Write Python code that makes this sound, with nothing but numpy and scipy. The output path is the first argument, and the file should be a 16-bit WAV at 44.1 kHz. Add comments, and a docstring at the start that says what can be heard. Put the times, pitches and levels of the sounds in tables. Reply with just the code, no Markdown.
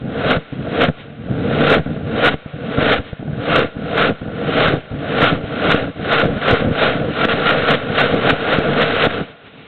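"""Rocket fuel chuffing in snowy woods.

A plug of solid fuel burns in an open tube, in still air. Each chuff starts as a sputtering flame,
swells to a hissing jet and collapses with a pop; the chuffs crowd together until the fuel is spent.
A small microphone nearby rolls off above 4 kHz and clips on the loudest peaks."""
import sys
import numpy as np
from scipy import signal
from scipy.fft import rfft, irfft, next_fast_len
from scipy.io import wavfile

SR = 44100
rng = np.random.default_rng(int(sys.argv[2]) if len(sys.argv) > 2 else 0)


def store_wav(level_fs):
    """Save 16-bit WAV to argv[1]."""
    pcm = np.round(np.clip(np.atleast_2d(level_fs), -1, 1) * 32767)
    wavfile.write(sys.argv[1], SR, pcm.T.astype(np.int16))


N = 426447


def amp(db):
    """dB to gain."""
    return np.exp(np.asarray(db) * (np.log(10) / 20))


def unit_rms(x):
    """Scale to rms 1."""
    return x / np.sqrt(np.mean(x ** 2) + 1e-20)


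def power_sum_db(levels_db):
    """Level of simultaneous sounds: powers add."""
    return 10 * np.log10(sum(amp(db) ** 2 for db in levels_db) + 1e-12)


def gate_db(t, start_s, end_s, attack_s, fall_db_per_s):
    """Attack, hold, release."""
    attack = np.clip((t - start_s) / attack_s, 1e-6, 1)
    return 20 * np.log10(attack) - fall_db_per_s * np.maximum(t - end_s, 0)


def curve_db(points, hz):
    """Interpolate a spectrum over log frequency."""
    points_hz, db = np.transpose(points)
    return np.interp(np.log(hz + 1), np.log(points_hz), db)


def filtered(x, gain_db):
    """Zero-phase filter with response gain_db(hz)."""
    size = next_fast_len(N, real=True)
    grid_hz = np.linspace(0, np.sqrt(SR / 2), 3000) ** 2
    gain = np.interp(np.fft.rfftfreq(size, 1 / SR), grid_hz, amp(gain_db(grid_hz)))
    return irfft(rfft(x, size) * gain, size)[..., :N]


def flutter(rate_hz, size=8192):
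    """Smooth random drift, rms 1, rolled off at rate_hz."""
    hz = np.fft.rfftfreq(size, N / SR / size)
    slow = irfft(rfft(rng.standard_normal(size)) * np.exp(-(hz / rate_hz) ** 2))
    return unit_rms(np.interp(np.arange(N) * size / N, np.arange(size), slow))


def turbulence(rate_hz, depth_db):
    """Noise that comes in lumps as eddies pass."""
    return unit_rms(rng.standard_normal(N) * amp(depth_db * flutter(rate_hz)))


# Peaks and dips common to all sources: f/Hz, width/Hz, gain/dB
COLOUR_BELLS = [(151, 13, 3.5), (185, 25, -1.5), (285, 25, 2), (365, 45, -4.8), (460, 38, 4.8),
                (528, 18, 1.5), (660, 60, 2.5), (820, 35, 1.5), (925, 90, -7), (1055, 40, -3),
                (1168, 28, 2.5), (1235, 40, -1.5), (1345, 55, 4.3), (1455, 85, 6), (1625, 25, 2),
                (2450, 160, -1.5), (3280, 60, 1.5), (3440, 70, -1), (3660, 70, 2.5)]


def colour_db(hz):
    """Colour of all that reaches the microphone: a sum of bell curves."""
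    return sum(db * np.exp(-((hz - centre_hz) / width_hz) ** 2)
               for centre_hz, width_hz, db in COLOUR_BELLS)


def shaped(x, spectrum):
    """Apply a source spectrum and the common colour; rms 1."""
    return unit_rms(filtered(x, lambda hz: curve_db(spectrum, hz) + colour_db(hz)))


def ring(x, size=4096):
    """Apply the common colour at minimum phase, so a pulse rings after it strikes."""
    log_gain = np.log(amp(colour_db(abs(np.fft.fftfreq(size, 1 / SR)))))
    response = np.fft.ifft(np.exp(np.conj(signal.hilbert(log_gain)))).real
    return signal.oaconvolve(x, response)[:len(x)]


# Tongues of flame: catch t/s, blow-out t/s, start level/dB, end level/dB
FLAME_BURNS = [(0.0, 0.376, -25.5, -16.5), (0.515, 0.898, -24.5, -16.5), (1.037, 1.252, -32, -29.5),
               (1.254, 1.803, -20.5, -15.5), (1.854, 2.349, -21.5, -20.5), (2.529, 3.006, -25.5, -23.5),
               (2.77, 2.794, -17, -20.7), (3.19, 3.66, -23.9, -20), (3.741, 4.129, -26.0, -24),
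               (4.085, 4.12, -9.5, -18.5), (4.208, 4.777, -24, -20), (4.712, 4.744, -22.8, -13.6),
               (4.905, 5.458, -25, -24), (5.304, 5.367, -14.5, -28.0), (5.457, 5.901, -26, -23),
               (5.807, 5.88, -21.5, -29.5), (5.953, 6.376, -26, -21), (6.216, 6.314, -16, -18),
               (6.499, 6.538, -11.5, -15), (6.597, 6.72, -17, -16), (6.815, 7.109, -24.5, -19.5),
               (6.992, 7.079, -18.6, -29), (7.113, 7.771, -27.5, -23.6), (7.825, 8.105, -21, -32),
               (8.09, 8.339, -20, -19), (8.117, 8.159, -14.5, -18.1), (8.507, 8.639, -28, -20),
               (8.641, 8.788, -14, -18.5), (8.793, 9.077, -38, -23), (9.13, 9.219, -26.5, -17)]


def flame_level_db(t, surge_db, feed_db=-9.0, feed_slope=0.72):
    """Each flame catches, grows or wanes, and is snuffed; gas surges feed the fire."""
    burns_db = []
    for catch_s, out_s, start_db, end_db in FLAME_BURNS:
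        ramp_db = np.interp(t, [catch_s, out_s], [start_db, end_db])
        burns_db.append(ramp_db + gate_db(t, catch_s, out_s, attack_s=0.012, fall_db_per_s=800.5))
    return power_sum_db(burns_db + [feed_db + feed_slope * surge_db])


# Flame spectra, lazy and jet-driven: f/Hz, level/dB
LAZY_SPECTRUM = [(20, -26), (45, -17), (80, -6), (130, -1.5), (210, -1.5), (300, -6.5), (450, -18),
                 (800, -29.5), (1500, -42.5), (4000, -52)]
DRIVEN_SPECTRUM = [(20, -17), (45, -17), (80, -11), (140, -3.5), (240, -2), (330, -3.5), (500, -5),
                   (800, -17.5), (1500, -32.5), (4000, -49)]


def flame(flame_db, jet_db, crossover_db=-29, width_db=12, lumps_per_s=55):
    """A lazy flame sputters in deep lumps; the jet drives it to a higher, steadier rumble."""
    lump_count = np.cumsum(lumps_per_s * np.exp(0.5 * flutter(rate_hz=60))) / SR
    lump_onsets = np.diff(np.floor(lump_count), prepend=0)
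    lumps = unit_rms(lump_onsets * rng.uniform(0.19, 1, N))
    sputter = shaped(turbulence(rate_hz=49, depth_db=2) + amp(-3) * lumps, LAZY_SPECTRUM)
    rumble = shaped(turbulence(rate_hz=94, depth_db=2), DRIVEN_SPECTRUM)
    driven = 0.5 + 0.5 * np.tanh((jet_db - crossover_db) / width_db)
    blend = amp(-2.5) * np.sqrt(1 - driven) * sputter + amp(-1) * np.sqrt(driven) * rumble
    return amp(flame_db) * blend


# Background spectrum: f/Hz, level/dB
AIR_SPECTRUM = [(20, -22), (60, -11), (150, 1), (230, -0.5), (450, -7), (700, -11), (920, -9),
                (1400, -15.5), (2500, -10.5), (4000, -17.5)]


def air(level_db=-40.5):
    """Faint outdoor background with a flickering level."""
    return amp(level_db) * shaped(turbulence(rate_hz=9, depth_db=4.5), AIR_SPECTRUM)


# Spectrum where jet and flame mix: f/Hz, level/dB
ROAR_SPECTRUM = [(60, -35.5), (200, -16.5), (330, -9.5), (480, 0), (720, -2.5), (1000, -20), (1600, -12),
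                 (4000, -57)]


def roar(flame_db, jet_db, jet_share=0.59, gain_db=-2.5):
    """The jet stirs the flame: the roar grows with both."""
    drive_db = jet_share * jet_db + (1 - jet_share) * flame_db
    return amp(drive_db + gain_db) * shaped(turbulence(rate_hz=150, depth_db=3), ROAR_SPECTRUM)


# Gas surges: crest t/s, level/dB, 20 dB swell/s, 20 dB collapse/s
GAS_CHUFFS = [(0.329, -14, 0.171, 0.0166), (0.843, -16.5, 0.17, 0.01), (1.735, -12, 0.27, 0.0566),
              (2.253, -15, 0.1443, 0.0549), (2.923, -13, 0.2232, 0.0674), (3.564, -12.5, 0.13, 0.1033),
              (4.033, -13.5, 0.1553, 0.084), (4.64, -13, 0.2263, 0.133), (5.248, -14, 0.21, 0.129),
              (5.702, -17, 0.23, 0.179), (6.132, -16, 0.118, 0.19), (6.491, -15, 0.13, 0.19),
              (6.82, -13.5, 0.095, 0.19), (7.254, -12, 0.11, 0.003), (7.522, -17.9, 0.58, 0.42),
              (7.703, -10.5, 0.0452, 0.06), (7.996, -16.5, 0.142, 0.26), (8.285, -15, 0.133, 0.07),
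              (8.535, -16.5, 0.231, 0.1), (8.828, -12, 0.086, 0.0277), (9.066, -16.0, 0.92, 0.0028),
              (9.126, -23.0, 0.1, 0.13)]
# Spurts at a crest or as a last gasp: t/s, length/s, level/dB
GAS_SPURTS = [(0.3, 0.021, -14.5), (0.334, 0.035, -21.5), (.806, .048, -14.5), (.856, .032, -25.5),
              (2.239, .052, -12), (2.295, 0.047, -26), (2.805, .022, -20), (2.9, .04, -17),
              (2.94, .045, -25), (3.972, 0.053, -17), (4.049, 0.047, -24.5), (4.599, .03, -18),
              (5.216, .034, -14), (5.637, .021, -18.5), (5.701, .023, -12.5), (6.112, 0.034, -15.5),
              (6.18, .043, -16), (6.484, .03, -16), (6.827, .012, -12.5), (6.853, 0.032, -18),
              (7.283, .053, -17.5), (7.456, .054, -14.5), (7.734, 0.018, -15), (7.977, .04, -11.5),
              (8.295, .014, -12.5), (8.518, .035, -17), (9.016, 0.052, -16.5)]


def gas_levels_db(t, rounding_s=0.013, collapse_power=1.62, smoulder_db=-25, fade_db_per_s=33):
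    """Chuffs swell, collapse ever faster, then smoulder. Returns surges alone and the whole jet."""
    surges, embers = [], []
    for crest_s, crest_db, swell_s, collapse_s in GAS_CHUFFS:
        before_s, after_s = np.maximum(crest_s - t, 0), np.maximum(t - crest_s, 0)
        swell_db = crest_db - 20 * (np.hypot(before_s, rounding_s) - rounding_s) / swell_s
        surges.append(swell_db - 20 * (after_s / collapse_s) ** collapse_power)
        embers.append(swell_db + smoulder_db - fade_db_per_s * after_s)
    spurts = [db + gate_db(t, start_s, start_s + length_s, attack_s=0.003, fall_db_per_s=1500)
              for start_s, length_s, db in GAS_SPURTS]
    return power_sum_db(surges), power_sum_db(surges + embers + spurts)


# Jet spectrum: f/Hz, level/dB
HISS_SPECTRUM = [(100, -18), (400, -1.5), (800, 1.5), (1300, 3.5), (2000, 0.5), (2800, -0.5), (3800, -4.5),
                 (5000, -7)]


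def jet(jet_db, gain_db=1.07, grains_per_s=900, grain_db=-10, spread_db=4):
    """Escaping gas hisses, with a fine sizzle of bursting fuel grains."""
    sizes = amp(spread_db * np.minimum(rng.exponential(1, N), 4))
    signs = rng.choice([-1, 1], N)
    grains = unit_rms(sizes * signs * (rng.random(N) < grains_per_s / SR))
    gas = turbulence(rate_hz=130, depth_db=1.55) + amp(grain_db) * grains
    return amp(jet_db + gain_db) * shaped(gas, HISS_SPECTRUM)


# Pops as the flame catches or blows out: t/s, level/dB, centre f/Hz
GAS_POPS = [(0.369, -6.5, 151), (0.533, -19.5, 175), (0.887, -8.5, 154), (1.768, -5, 266),
            (1.794, -11, 121), (1.862, -14, 147), (1.963, -12.5, 234), (2.341, -9, 159), (2.46, -16.5, 156),
            (2.783, -5, 145), (2.825, -3.5, 270), (2.993, -13, 88.8), (3.13, -15, 105), (3.196, -26, 144),
            (3.227, -17.5, 224), (3.277, -15.5, 171), (3.331, -15.5, 129), (3.608, -13.5, 256),
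            (3.767, -15, 130), (4.106, -8, 280), (4.216, -17.5, 99.6), (4.282, -14, 156), (4.683, -10, 132),
            (4.738, -4.5, 159), (4.914, -16, 105), (4.939, -15, 132), (5.227, -2.5, 198), (5.329, -5, 170),
            (5.439, -16, 104.5), (5.653, -5, 275), (5.744, 0, 229), (5.997, -17, 237), (6.255, -3, 258),
            (6.299, -10, 156), (6.364, -10.5, 164), (6.531, -2, 156), (6.672, -8.5, 149), (6.714, -14, 118),
            (7.084, -10, 272), (7.252, -6.5, 223), (7.338, -11, 148), (7.901, -15, 144), (8.135, -10, 213),
            (8.302, -11, 320), (8.33, -9.5, 140), (8.585, -0.5, 229), (9.069, -2, 275)]


def pops(pulse_lag_ms=2.34, pulse_db=-2, puff_db=-12, puff_decay_ms=7, half_span=2000):
    """A gas pocket flares: a pressure push, a pull, and a short puff of roar."""
    pulses, puff_envelope = np.zeros(N), np.zeros(N)
    t_ms = np.arange(-half_span, half_span) / SR * 1000
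    puff_shape = np.clip(t_ms, 0, 1) * np.exp(-abs(t_ms) / puff_decay_ms)
    for onset_s, db, hz in GAS_POPS:
        onset = round(onset_s * SR)
        span = slice(onset - half_span, onset + half_span)
        phase = 2 * np.pi * hz * (t_ms - pulse_lag_ms) / 1000
        pulses[span] -= amp(db + pulse_db) * phase * np.exp((1 - phase ** 2) / 2)
        puff_envelope[span] += amp(db + puff_db) * puff_shape
    return ring(pulses) + puff_envelope * shaped(rng.standard_normal(N), ROAR_SPECTRUM)


def woods_echo(x, gain_db=-27.5, t60_s=2.2, rise_s=0.083):
    """Trunks and branches scatter back a faint, diffuse tail."""
    t = np.arange(SR) / SR
    tail = rng.standard_normal(SR) * amp(-60 * t / t60_s) * (1 - np.exp(-t / rise_s))
    return amp(gain_db) * signal.fftconvolve(x, tail / np.linalg.norm(tail))[:N]


def scene(throb_hz=20, throb_db=1.0):
    """Burning fuel and its echo over the background; mono."""
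    t = np.arange(N) / SR
    control_t = t[::64]
    surge_db, gas_db = gas_levels_db(control_t)
    jet_db = np.interp(t, control_t, gas_db)
    flame_db = np.interp(t, control_t, flame_level_db(control_t, surge_db))
    flame_db += throb_db * flutter(throb_hz)
    fire = flame(flame_db, jet_db) + roar(flame_db, jet_db) + jet(jet_db) + pops()
    return (fire + air() + woods_echo(fire))[None]


def amplifier_sag(x, depth=0.031, onset_db=-15, hold_s=0.06):
    """Sustained loud sound briefly drags the amplifier's zero line down."""
    pole = np.exp(-1 / (hold_s * SR))
    load = signal.lfilter([1 - pole], [1, -pole], x ** 2) / amp(onset_db) ** 2
    return -depth * np.tanh(load ** 2)


def soft_clip(x, knee=0.57, ceiling=0.72):
    """Linear below the knee, bending towards the ceiling above."""
    margin = ceiling - knee
    excess = np.maximum(abs(x) - knee, 0)
    return x + np.sign(x) * (margin * np.tanh(excess / margin) - excess)


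# Microphone treble roll-off: f/Hz, gain/dB
MIC_ROLLOFF = [(3800, 0.5), (4000, -4.5), (4200, -10.5), (4400, -22), (4550, -36.5), (4750, -83)]


def record(dry, headroom=1.074, cutoff_hz=15900):
    """The microphone rounds peaks and narrows the band; overshoots spit as they clip."""
    rounded = headroom * np.tanh(dry / headroom)
    narrow = filtered(rounded, lambda hz: curve_db(MIC_ROLLOFF, hz))
    clipped = soft_clip(narrow + amplifier_sag(narrow))
    lowpass = signal.firwin(511, cutoff_hz, window=("kaiser", 9), fs=SR)
    return signal.oaconvolve(clipped, lowpass[None], "same")


dry = scene()
out = record(dry)
store_wav(out)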